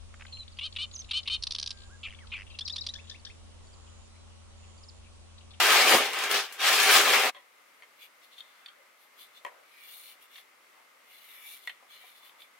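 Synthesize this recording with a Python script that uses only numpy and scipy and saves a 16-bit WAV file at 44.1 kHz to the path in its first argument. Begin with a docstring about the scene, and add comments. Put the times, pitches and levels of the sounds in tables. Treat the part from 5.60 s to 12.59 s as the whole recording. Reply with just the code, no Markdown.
"""In a small room, crumpled packing paper is shoved about in a cardboard box: clumps of clicks make the rustle,
short noise bursts the snapping folds. The box lands once with a dull bump, made of ringing panels.
The rustle is cut short. Fingers then rub and tick on a camera: strokes swell a stream of tiny slips,
and double ticks ring its plastic shell. Faint room tone, filtered noise with a soft whirr, runs throughout,
with a few muffled noise swells later on."""
import sys
import numpy as np
from scipy import signal
from scipy.fft import rfft, irfft
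from scipy.io import wavfile
from scipy.ndimage import uniform_filter1d

SR = 44100
rng = np.random.default_rng(int(sys.argv[2]) if len(sys.argv) > 2 else 0)


def wav_record(signal):
    """Record a signal, one row per channel, as 16-bit PCM in the file named by sys.argv[1]."""
    frames = np.transpose(np.atleast_2d(signal))
    bounded = np.clip(frames, -1, 1)
    # unit amplitude maps onto the largest positive 16-bit level
    quanta = np.round(bounded * 32767).astype(np.int16)
    wavfile.write(sys.argv[1], SR, quanta)


N = 308300  # samples
T = np.arange(N) / SR  # seconds
HZ = np.fft.rfftfreq(N, 1 / SR)


def amp(db):
    """Turns decibels into a gain."""
    return 10 ** (np.asarray(db) / 20)


def unit(x):
    """Scales a sound to an rms of 1."""
    return x / np.sqrt(np.mean(x ** 2) + 1e-20)


def read(points, hz):
    """Reads a table between its points, on a log-frequency axis."""
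    f, value = np.transpose(points)
    return np.interp(np.log(hz + 1), np.log(f + 1), value)


def add(mix, s, sound):
    """Mixes a stereo sound in at time s (seconds)."""
    part = mix[:, max(round(s * SR), 0):][:, :sound.shape[1]]
    part += sound[:, :part.shape[1]]


def colour(x, gain):
    """Filters by one gain per frequency, then scales to an rms of 1."""
    return unit(irfft(rfft(x) * gain, x.shape[-1]))


def ring(x, hz, width):
    """Passes a sound through one resonance with a gain of 1 at its peak."""
    return signal.lfilter(*signal.iirpeak(min(hz, SR / 3), hz / min(width, SR / 3), SR), x)


def struck(t, hz, width):
    """One struck mode: a sine that dies away, faster for a wider resonance."""
    return np.exp(-np.pi * width * t) * np.sin(2 * np.pi * hz * t)


def above(x, hz):
    """Steep high-pass: small things radiate no deep bass."""
    return signal.sosfilt(signal.butter(3, hz, "high", fs=SR, output="sos"), x)


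def paired(x, likeness):
    """Blends two unrelated channels until they are as alike as a close pair of microphones hears them."""
    a, b = rfft(x)
    same = np.clip(read(likeness, np.fft.rfftfreq(x.shape[1], 1 / SR)), -1, 1)
    mid = a * np.sqrt(1 + same)
    side = b * np.sqrt(1 - same)
    return irfft(np.array([mid + side, mid - side]), x.shape[1]) / np.sqrt(2)


def lean(x, left_db):
    """Tips a sound towards the left."""
    return x * amp([[left_db / 2], [-left_db / 2]])


def flutter(seconds):
    """Smooth random wander of rms 1 that changes on this time scale."""
    return colour(rng.standard_normal(N), np.exp(-(HZ * seconds) ** 2))


def crackle(per_s, spread_db):
    """Sparse clicks of either sign, mostly small and a few large."""
    size = amp(spread_db * np.minimum(rng.exponential(1, N), 4))
    happens = rng.random(N) < per_s / SR
    swing = np.sin(2 * np.pi * rng.random((2, N)))  # differs left and right
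    return unit(size * happens * swing)


def shifting(x, depth_db, frames, bins):
    """Random patches of time and frequency grow louder and softer: a grainy, slightly pitched texture."""
    z = signal.stft(x, nperseg=1024, noverlap=768)[2]
    patches = rng.standard_normal(z.shape[:0:-1])
    patches = uniform_filter1d(patches, frames, axis=0)
    patches = uniform_filter1d(patches, bins, axis=1)
    return signal.istft(z * amp(depth_db * unit(patches).T), nperseg=1024, noverlap=768)[1][:, :N]


# How long the room's echo lasts. Each row: frequency in Hz, time to fall by 60 dB in seconds.
ECHO_TIME = [(150, 0.17), (1000, 0.26), (4000, 0.26), (14000, .14)]


def room(x, wet_db):
    """Adds a short noise-like tail that dies sooner in the bass and the top than in the middle."""
    hz, t, z = signal.stft(rng.standard_normal((2, SR // 2)), SR, nperseg=256)
    fall = amp(-60 * t / read(ECHO_TIME, hz)[:, None])
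    tail = signal.istft(z * fall, SR, nperseg=256)[1]
    tail[:, :SR // 250] = 0  # no echo in the first 4 ms
    tail = tail / np.linalg.norm(tail[0])
    return x + amp(wet_db) * signal.fftconvolve(x, tail, axes=1)[:, :N]


# Colour of the room's air. Each row: frequency in Hz, relative level in dB per Hz.
AIR_COLOUR = [(25, -48.5), (60, -40.5), (110, -25.5), (170, -25.5), (220, -14.5), (350, -12), (526, -6.5),
              (801, -6.5), (1190, -4.5), (1810, -5.5), (2120, -4.5), (4080, -13), (6550, -16.5),
              (13000, -18), (16000, -23)]
# The soft whirr. Each row: resonance in Hz, width in Hz, average gain in dB.
WHIRR_TONES = [(2070, 100, 1), (1230, 140, -3), (539, 100, -16)]
# Likeness of left and right for air and handling. Each row: frequency in Hz, likeness (1 is identical).
NEAR_LIKENESS = [(100, 1), (600, 0.27), (2000, 0.23), (4000, 0.11), (12000, 0.11)]


def room_tone():
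    """Faint noise shaped like room air, with a soft whirr of wavering resonances in it."""
    air = colour(paired(rng.standard_normal((2, N)), NEAR_LIKENESS), amp(read(AIR_COLOUR, HZ)))
    whirr = sum(amp(db + 1.5 * flutter(0.2)) * ring(air, hz, width) for hz, width, db in WHIRR_TONES)
    return amp(-60.04) * unit(air + whirr) * amp(0.5 * flutter(0.17))


def shove(start, rise, hold):
    """The hand speeds up, keeps pushing, then the wad comes to rest ever faster."""
    after = np.maximum(T - start - rise - hold, 0)
    settling = amp(-81 * after - 1102 * after ** 2)  # dB per s, dB per s squared
    return np.clip((T - start) / rise, 0, 1) * settling


# Colour of the paper, before its four size ranges are balanced.
# Each row: frequency in Hz, relative level in dB per Hz.
PAPER_COLOUR = [(24, -70.5), (40, -41), (180, -30.5), (220, -19), (312, -15.5), (392, -6), (615, -6),
                (770, -3), (965, -6), (1270, -1), (1410, -4), (2500, -0.5), (7360, -11), (14800, -16.5),
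                (16000, -18.5)]
# Hollows of box and paper that resonate. Each row: frequency in Hz, width in Hz, strength in dB
# before all are scaled by 0.43.
HOLLOWS = [(274, 40, 0), (390, 45, 0.5), (410, 22, -6.5), (463, 18, 0), (756, 50, 1), (1036, 47, 0.5),
           (1173, 48, -3), (1264, 43, 0.5), (1593, 32, 7), (1717, 25, -1), (2848, 48, -10), (3193, 25, 2),
           (4435, 28, -8)]
# Likeness of left and right for the paper. Each row: frequency in Hz, likeness (1 is identical).
PAPER_LIKENESS = [(100, 1), (500, 0.89), (1000, 0.78), (2000, 0.74), (4000, 0.11), (8000, 0.19),
                  (14000, .27)]
# Shoves of the paper. Each row: start in seconds, rise in seconds, hold in seconds, level in dB, then
# in dB against that level the bulk of the wad, crunch of creases and crisp fizz, all before the balance below.
PUSHES = [(-.04, 0.04, 0.1, -20.5, -4.5, 0, 0), (0.072, 0.072, 0.076, -19.5, -3, 1.5, 0),
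          (0.221, 0.073, 0.044, -18, 0.5, -1, 1), (0.378, .03, 0.039, -28, 1, 0, -4),
          (0.454, 0.12, 0.08, -30, -2.5, -4, -3.5), (0.686, .025, 0.011, -27.7, -2, -0.5, -1),
          (0.719, 0.029, 0.018, -27, -2.5, 4.5, -0.5), (0.914, 0.025, .02, -65, 7, -15, 8),
          (0.982, 0.1, 0.0053, -21, -5, 0.5, 0.5), (1.104, 0.035, 0.06, -25, -5, 1.5, 1.5),
          (1.157, 0.19, 0.02, -17, -3.5, 0.5, 2.1), (1.37, 0.12, 0.08, -22, -0.5, -1.8, -.8),
          (1.582, 0.022, 0.062, -24.5, -1, -2.5, -3)]
BULK_DB, BODY_DB, CRUNCH_DB, FIZZ_DB = -13, -1.63, -8, -9  # balance of facets from large to small
LOOSE_DB = -45  # loose sheets keep stirring between shoves; before the balance
JOLT_DB, JOLT_S = -4, 0.012  # a knock of the box shakes the wad: dB against the knock, seconds


def rustle():
    """Facets of every size crackle in clumps; each shove sets how deep, crunchy and crisp they sound."""
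    sheets = np.zeros((2, N))
    for hz in np.geomspace(300, 14000, num=10):
        clumps = amp(1.8 * flutter(0.03))
        facets = ring(crackle(2000, 2.83) * clumps, hz, hz * 1.13)
        sheets += room(unit(facets), -3.5)
    sheets = shifting(sheets, depth_db=2.1, frames=6, bins=4)
    # flatten the broad spectrum, then give it the paper's colour with the hollows standing out
    broad = np.sqrt(uniform_filter1d((abs(rfft(sheets)) ** 2).mean(0), size=1000))
    hollows = 1 + sum(0.43 * amp(db) / (1 + ((HZ - hz) / (width / 2)) ** 2) for hz, width, db in HOLLOWS)
    paper = colour(sheets, amp(read(PAPER_COLOUR, HZ)) * hollows / broad)
    z = rfft(paired(paper, PAPER_LIKENESS))
    # four ranges of facet size, all stirred by the same shoves
    below = [0] + [1 / (1 + (HZ / hz) ** 8) for hz in (650, 3400, 5900)] + [1]
    bulk, body, crunch, fizz = (unit(irfft(z * (hi - lo), N)) for lo, hi in zip(below, below[1:]))
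    pushes = np.array([amp(db) * shove(start, rise, hold) for start, rise, hold, db, *_ in PUSHES])
    motion = np.hypot(np.linalg.norm(pushes, axis=0), amp(LOOSE_DB))
    shares = amp(np.array(PUSHES)[:, -3:].T)
    heave, crush, crisp = np.sqrt(shares ** 2 @ pushes ** 2 + amp(LOOSE_DB - 4) ** 2)
    jolt = sum(amp(db + JOLT_DB) * np.exp(-abs(T - s) / JOLT_S) for s, db in KNOCKS)
    return (np.hypot(amp(BULK_DB) * heave, jolt) * bulk + amp(BODY_DB) * motion * body
            + amp(CRUNCH_DB) * crush * crunch + amp(FIZZ_DB) * crisp * fizz)


# Folds that buckle loudly. Each row: start in seconds, peak in dB before room and high-pass, centre in Hz.
FOLDS = [(.003, -13.5, 2143), (0.131, -15.5, 6950), (0.455, -26, 4000), (0.532, -25, 5000),
         (0.588, -21, 3000), (0.623, -28, 2200), (.638, -19.5, 2190), (0.713, -17.5, 8000),
         (0.925, -31, 8600), (.946, -47.5, 8440), (1.004, -25.5, 2300), (1.083, -18, 2540),
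         (1.2, -10.5, 2440), (1.299, -14.5, 2010), (1.535, -9.5, 1570), (1.635, -15.5, 910)]


def snaps():
    """A buckling fold lets go in a quick burst of band-limited noise."""
    out = np.zeros((2, N))
    t = np.arange(SR // 16) / SR
    for s, db, hz in FOLDS:
        burst = rng.standard_normal((2, len(t))) * amp(-60 * t / 0.036)  # falls 60 dB in 36 ms
        burst = ring(burst, hz, hz * 1.5)
        burst = ring(burst, hz, hz * 3.8)
        add(out, s, amp(db) * burst / abs(burst).max())
    return paired(above(room(out, -1), 440), PAPER_LIKENESS)


# The box lands and rocks. Each row: start in seconds, peak in dB before room and high-pass.
KNOCKS = [(0.34, -27.5), (0.348, -18.5), (0.37, -35.5)]
# The cardboard panels. Each row: lowest ring in Hz (up to 5% higher by chance), width in Hz, level in dB.
PANELS = [(139, 62, -10.5), (262, 41, 0.5), (454, 75, 1.5), (753, 150, 8)]


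def bumps():
    """Each knock rings the cardboard panels briefly as a sum of dying sines."""
    out = np.zeros((2, N))
    t = np.arange(SR // 4) / SR
    for s, db in KNOCKS:
        knock = 0
        for hz, width, mode_db in PANELS:
            mode = struck(t, hz * rng.uniform(1.0, 1.05), width)
            knock = knock + amp(mode_db) * ring(mode, hz, hz)
        add(out, s, amp(db) * np.array([knock, knock]) / abs(knock).max())
    return above(room(out, -18.5), 150)


# The camera's shell. Each row: resonance in Hz (shifted a little by chance), width in Hz, level in dB.
SHELL_MODES = [(600, 320, 5), (772, 480, 6.5), (1000, 460, 7), (1960, 97, -5), (2123, 190, 4),
               (2660, 440, -0.5), (2840, 350, 1), (3320, 76, -2.5), (3670, 180, 2.5), (4450, 164, -3.5)]


def tick(main_hz, fall_db, t60):
    """A sharp contact and a short chatter ring the shell; where it is touched decides which mode leads."""
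    t = np.arange(SR // 6) / SR
    blow = 0.095 * paired(rng.standard_normal((2, len(t))), NEAR_LIKENESS) * amp(-60 * t / t60)
    blow[:, 0] += 1  # the contact itself
    shell = 0
    for hz, width, mode_db in SHELL_MODES:
        mode = ring(struck(t, hz * rng.uniform(0.887, 1.015), width), hz, hz * 0.096)
        shell = shell + amp(mode_db - fall_db * abs(np.log2(hz / main_hz))) * mode
    body = unit(signal.fftconvolve(blow, shell[None], axes=1)[:, :len(t)])
    contact = unit(ring(blow, 2800, 6100))
    sound = above(body + amp(-17.5) * contact, main_hz * 0.29)
    # the whole camera is jogged too, less so for higher ticks
    thud = amp(-35 - 12 * np.log2(main_hz / 1000)) * struck(t, 110.6, 260)
    return sound / abs(sound).max() + thud


# Double ticks on the camera. Each row: start in seconds, peak in dB before thud and room, main ring in Hz,
# fall of the other modes in dB per octave, chatter's 60 dB fall in seconds, second tick's delay in seconds,
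# its level in dB against the first, its chatter's 60 dB fall in seconds.
DOUBLE_TICKS = [(1.747, -39, 1100, 5.5, .2, .017, -1, 0.18), (2.222, -37.5, 1600, 12, 0.041, .01, -6, .06),
                (2.781, -39.5, 3580, 30, .15, .024, 7.5, .028),
                (3.06, -33.5, 3770, 22.5, 0.033, 0.023, -8, 0.056),
                (3.849, -25.5, 1200, 15, 0.03, .014, -6, .11),
                (4.757, -39, 2960, 1, 0.028, .024, -1.5, 0.064),
                (6.074, -22, 2270, 9, 0.04, .021, -8, 0.064),
                (6.226, -48.5, 800, 24, 0.041, .02, -8, 0.054), (6.438, -50, 850, 35, .06, .015, -7, .05),
                (6.664, -50, 3200, 26, .025, .03, 4, .03), (6.805, -46.5, 3630, 24, .045, .014, 6.5, .03)]


def ticks():
    """Each tick is double: a press, then a release 10 to 30 ms later, softer or louder."""
    out = np.zeros((2, N))
    for s, db, main_hz, fall_db, press_t60, delay, release_db, release_t60 in DOUBLE_TICKS:
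        add(out, s, amp(db) * tick(main_hz, fall_db, press_t60))
        add(out, s + delay, amp(db + release_db) * tick(main_hz, fall_db, release_t60))
    return room(out, -15)


# Colour of the rasp. Each row: frequency in Hz, relative level in dB per Hz.
RASP_COLOUR = [(900, -22), (1600, -13), (1900, 6), (2400, 1), (2800, 6), (3150, -3), (3600, -6.5),
               (4200, -4.5), (5100, -17.5), (7000, -20), (10000, -24)]
# Resonances of the rasp. Each row: frequency in Hz, width in Hz, level in dB before a gain of 2.1.
RASP_RINGS = [(2300, 100, 3), (3500, 110, 1)]
# Colour of the skin hiss. Each row: frequency in Hz, relative level in dB per Hz.
HISS_COLOUR = [(2940, -59), (5000, -9), (7900, -14), (9460, 0.5), (11100, 0.5), (12300, 4), (13400, 3),
               (14900, -1), (16000, -5)]
# Finger strokes. Each row: peak in seconds, swell in seconds, fade in seconds, rasp in dB, skin hiss in dB
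# (before a 0.7 dB cut), dB by which the shell rings low rather than high.
FINGER_STROKES = [(2.44, 0.034, 0.022, -52.5, -59.5, 2), (2.645, 0.018, 0.023, -59, -66, -12),
                  (2.732, .012, .015, -56, -80, -20), (2.794, 0.021, .016, -54, -69, -16),
                  (2.93, 0.084, .12, -64.5, -83, -8), (3.42, 0.027, .04, -69, -66, -4),
                  (3.61, 0.022, 0.034, -53, -58.5, -13), (3.774, 0.019, 0.016, -54.5, -68, -9),
                  (4.26, 0.12, 0.067, -55, -66, 3), (4.36, 0.087, .085, -54, -51, -11),
                  (4.504, 0.061, .028, -53.5, -56, -9), (4.625, 0.011, .03, -61, -59.5, -1),
                  (4.78, 0.043, 0.029, -53, -58, 1), (5.54, 0.044, 0.083, -58.5, -61.5, 0),
                  (5.739, 0.1, .05, -55.5, -55, 3), (5.85, .06, 0.029, -51, -54.5, 14),
                  (5.92, 0.06, 0.052, -51, -49.5, -5), (6.045, 0.023, 0.052, -57.5, -60, -8),
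                  (6.34, 0.03, 0.034, -53, -60.5, -1), (6.425, 0.036, .025, -56, -65, 3),
                  (6.485, .035, 0.041, -58, -61, -1.5), (6.581, 0.028, .025, -61.5, -63.5, -10),
                  (6.66, 0.027, 0.033, -57.5, -61, -3), (6.82, .02, .025, -59.5, -63, -6)]


def slides():
    """Tiny slips of skin on plastic: shell rasp and fine contact hiss swell and fade with each stroke."""
    slips = above(paired(crackle(5000, 0.5), NEAR_LIKENESS), 500) * amp(0.5 * flutter(0.0091))
    slips = shifting(slips, depth_db=3.5, frames=22, bins=5)
    rasp = colour(slips, amp(read(RASP_COLOUR, HZ)))
    rasp = rasp + 2.1 * sum(amp(db) * ring(rasp, hz, width) for hz, width, db in RASP_RINGS)
    hiss = colour(slips, amp(read(HISS_COLOUR, HZ)))
    low = 1 / (1 + (HZ / 3050) ** 20)  # splits the rasp at 3050 Hz
    power = np.zeros((3, N))
    for s, swell, fade, rasp_db, hiss_db, grip_db in FINGER_STROKES:
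        envelope = np.exp(-((T - s) / np.where(T < s, swell, fade)) ** 2)
        high = amp(rasp_db) / np.hypot(1, amp(grip_db))
        power += np.outer([(high * amp(grip_db)) ** 2, high ** 2, amp(hiss_db) ** 2], envelope)
    low_gain, high_gain, hiss_gain = np.sqrt(power)
    rasp = low_gain * colour(rasp, low) + high_gain * colour(rasp, 1 - low)
    return rasp + amp(-0.7) * hiss_gain * hiss


# Faint soft shuffles. Each row: middle in seconds, length in seconds, level in dB before the swell,
# centre in Hz, width in Hz.
SOFT_SHUFFLES = [(3.055, 0.47, -62, 1470, 700), (3.208, 0.13, -63.5, 550, 90), (3.94, 0.39, -62, 620, 350),
                 (3.961, 0.28, -63.5, 1350, 596), (5.188, 0.18, -64.5, 930, 500),
                 (5.868, 0.22, -71.5, 850, 400), (6.699, 0.4, -65, 930, 600)]


def shuffles():
    """Each is a soft swell of muffled noise."""
    out = np.zeros((2, N))
    for s, length, db, hz, width in SOFT_SHUFFLES:
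        noise = paired(rng.standard_normal((2, round(length * SR))), NEAR_LIKENESS)
        muffled = unit(ring(ring(noise, hz, width), hz, width))
        add(out, s - length / 2, amp(db) * muffled * np.hanning(noise.shape[1]))
    return out


STOP_S = 1.703  # the paper and box are cut short here


def scene():
    """The paper and its box until the sudden stop, then small handling sounds, over one room tone."""
    moving = np.clip((STOP_S - T) / 0.008, 0, 1)
    dying = amp(-10 - 1450 * np.maximum(T - STOP_S, 0))  # a last very quick fall
    paper = np.maximum(moving, dying) * (lean(rustle() + snaps(), 1.7) + bumps())
    handling = lean(ticks(), 1.5) + lean(slides(), 2.0)
    return paper + handling + lean(room_tone() + shuffles(), 1.9)


def record(dry):
    """Removes everything above about 15.9 kHz with a steep low-pass."""
    lowpass = signal.firwin(511, 15900, window=("kaiser", 9), fs=SR)
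    return signal.oaconvolve(dry, lowpass[None], "same")


dry = scene()
out = record(dry)
wav_record(out)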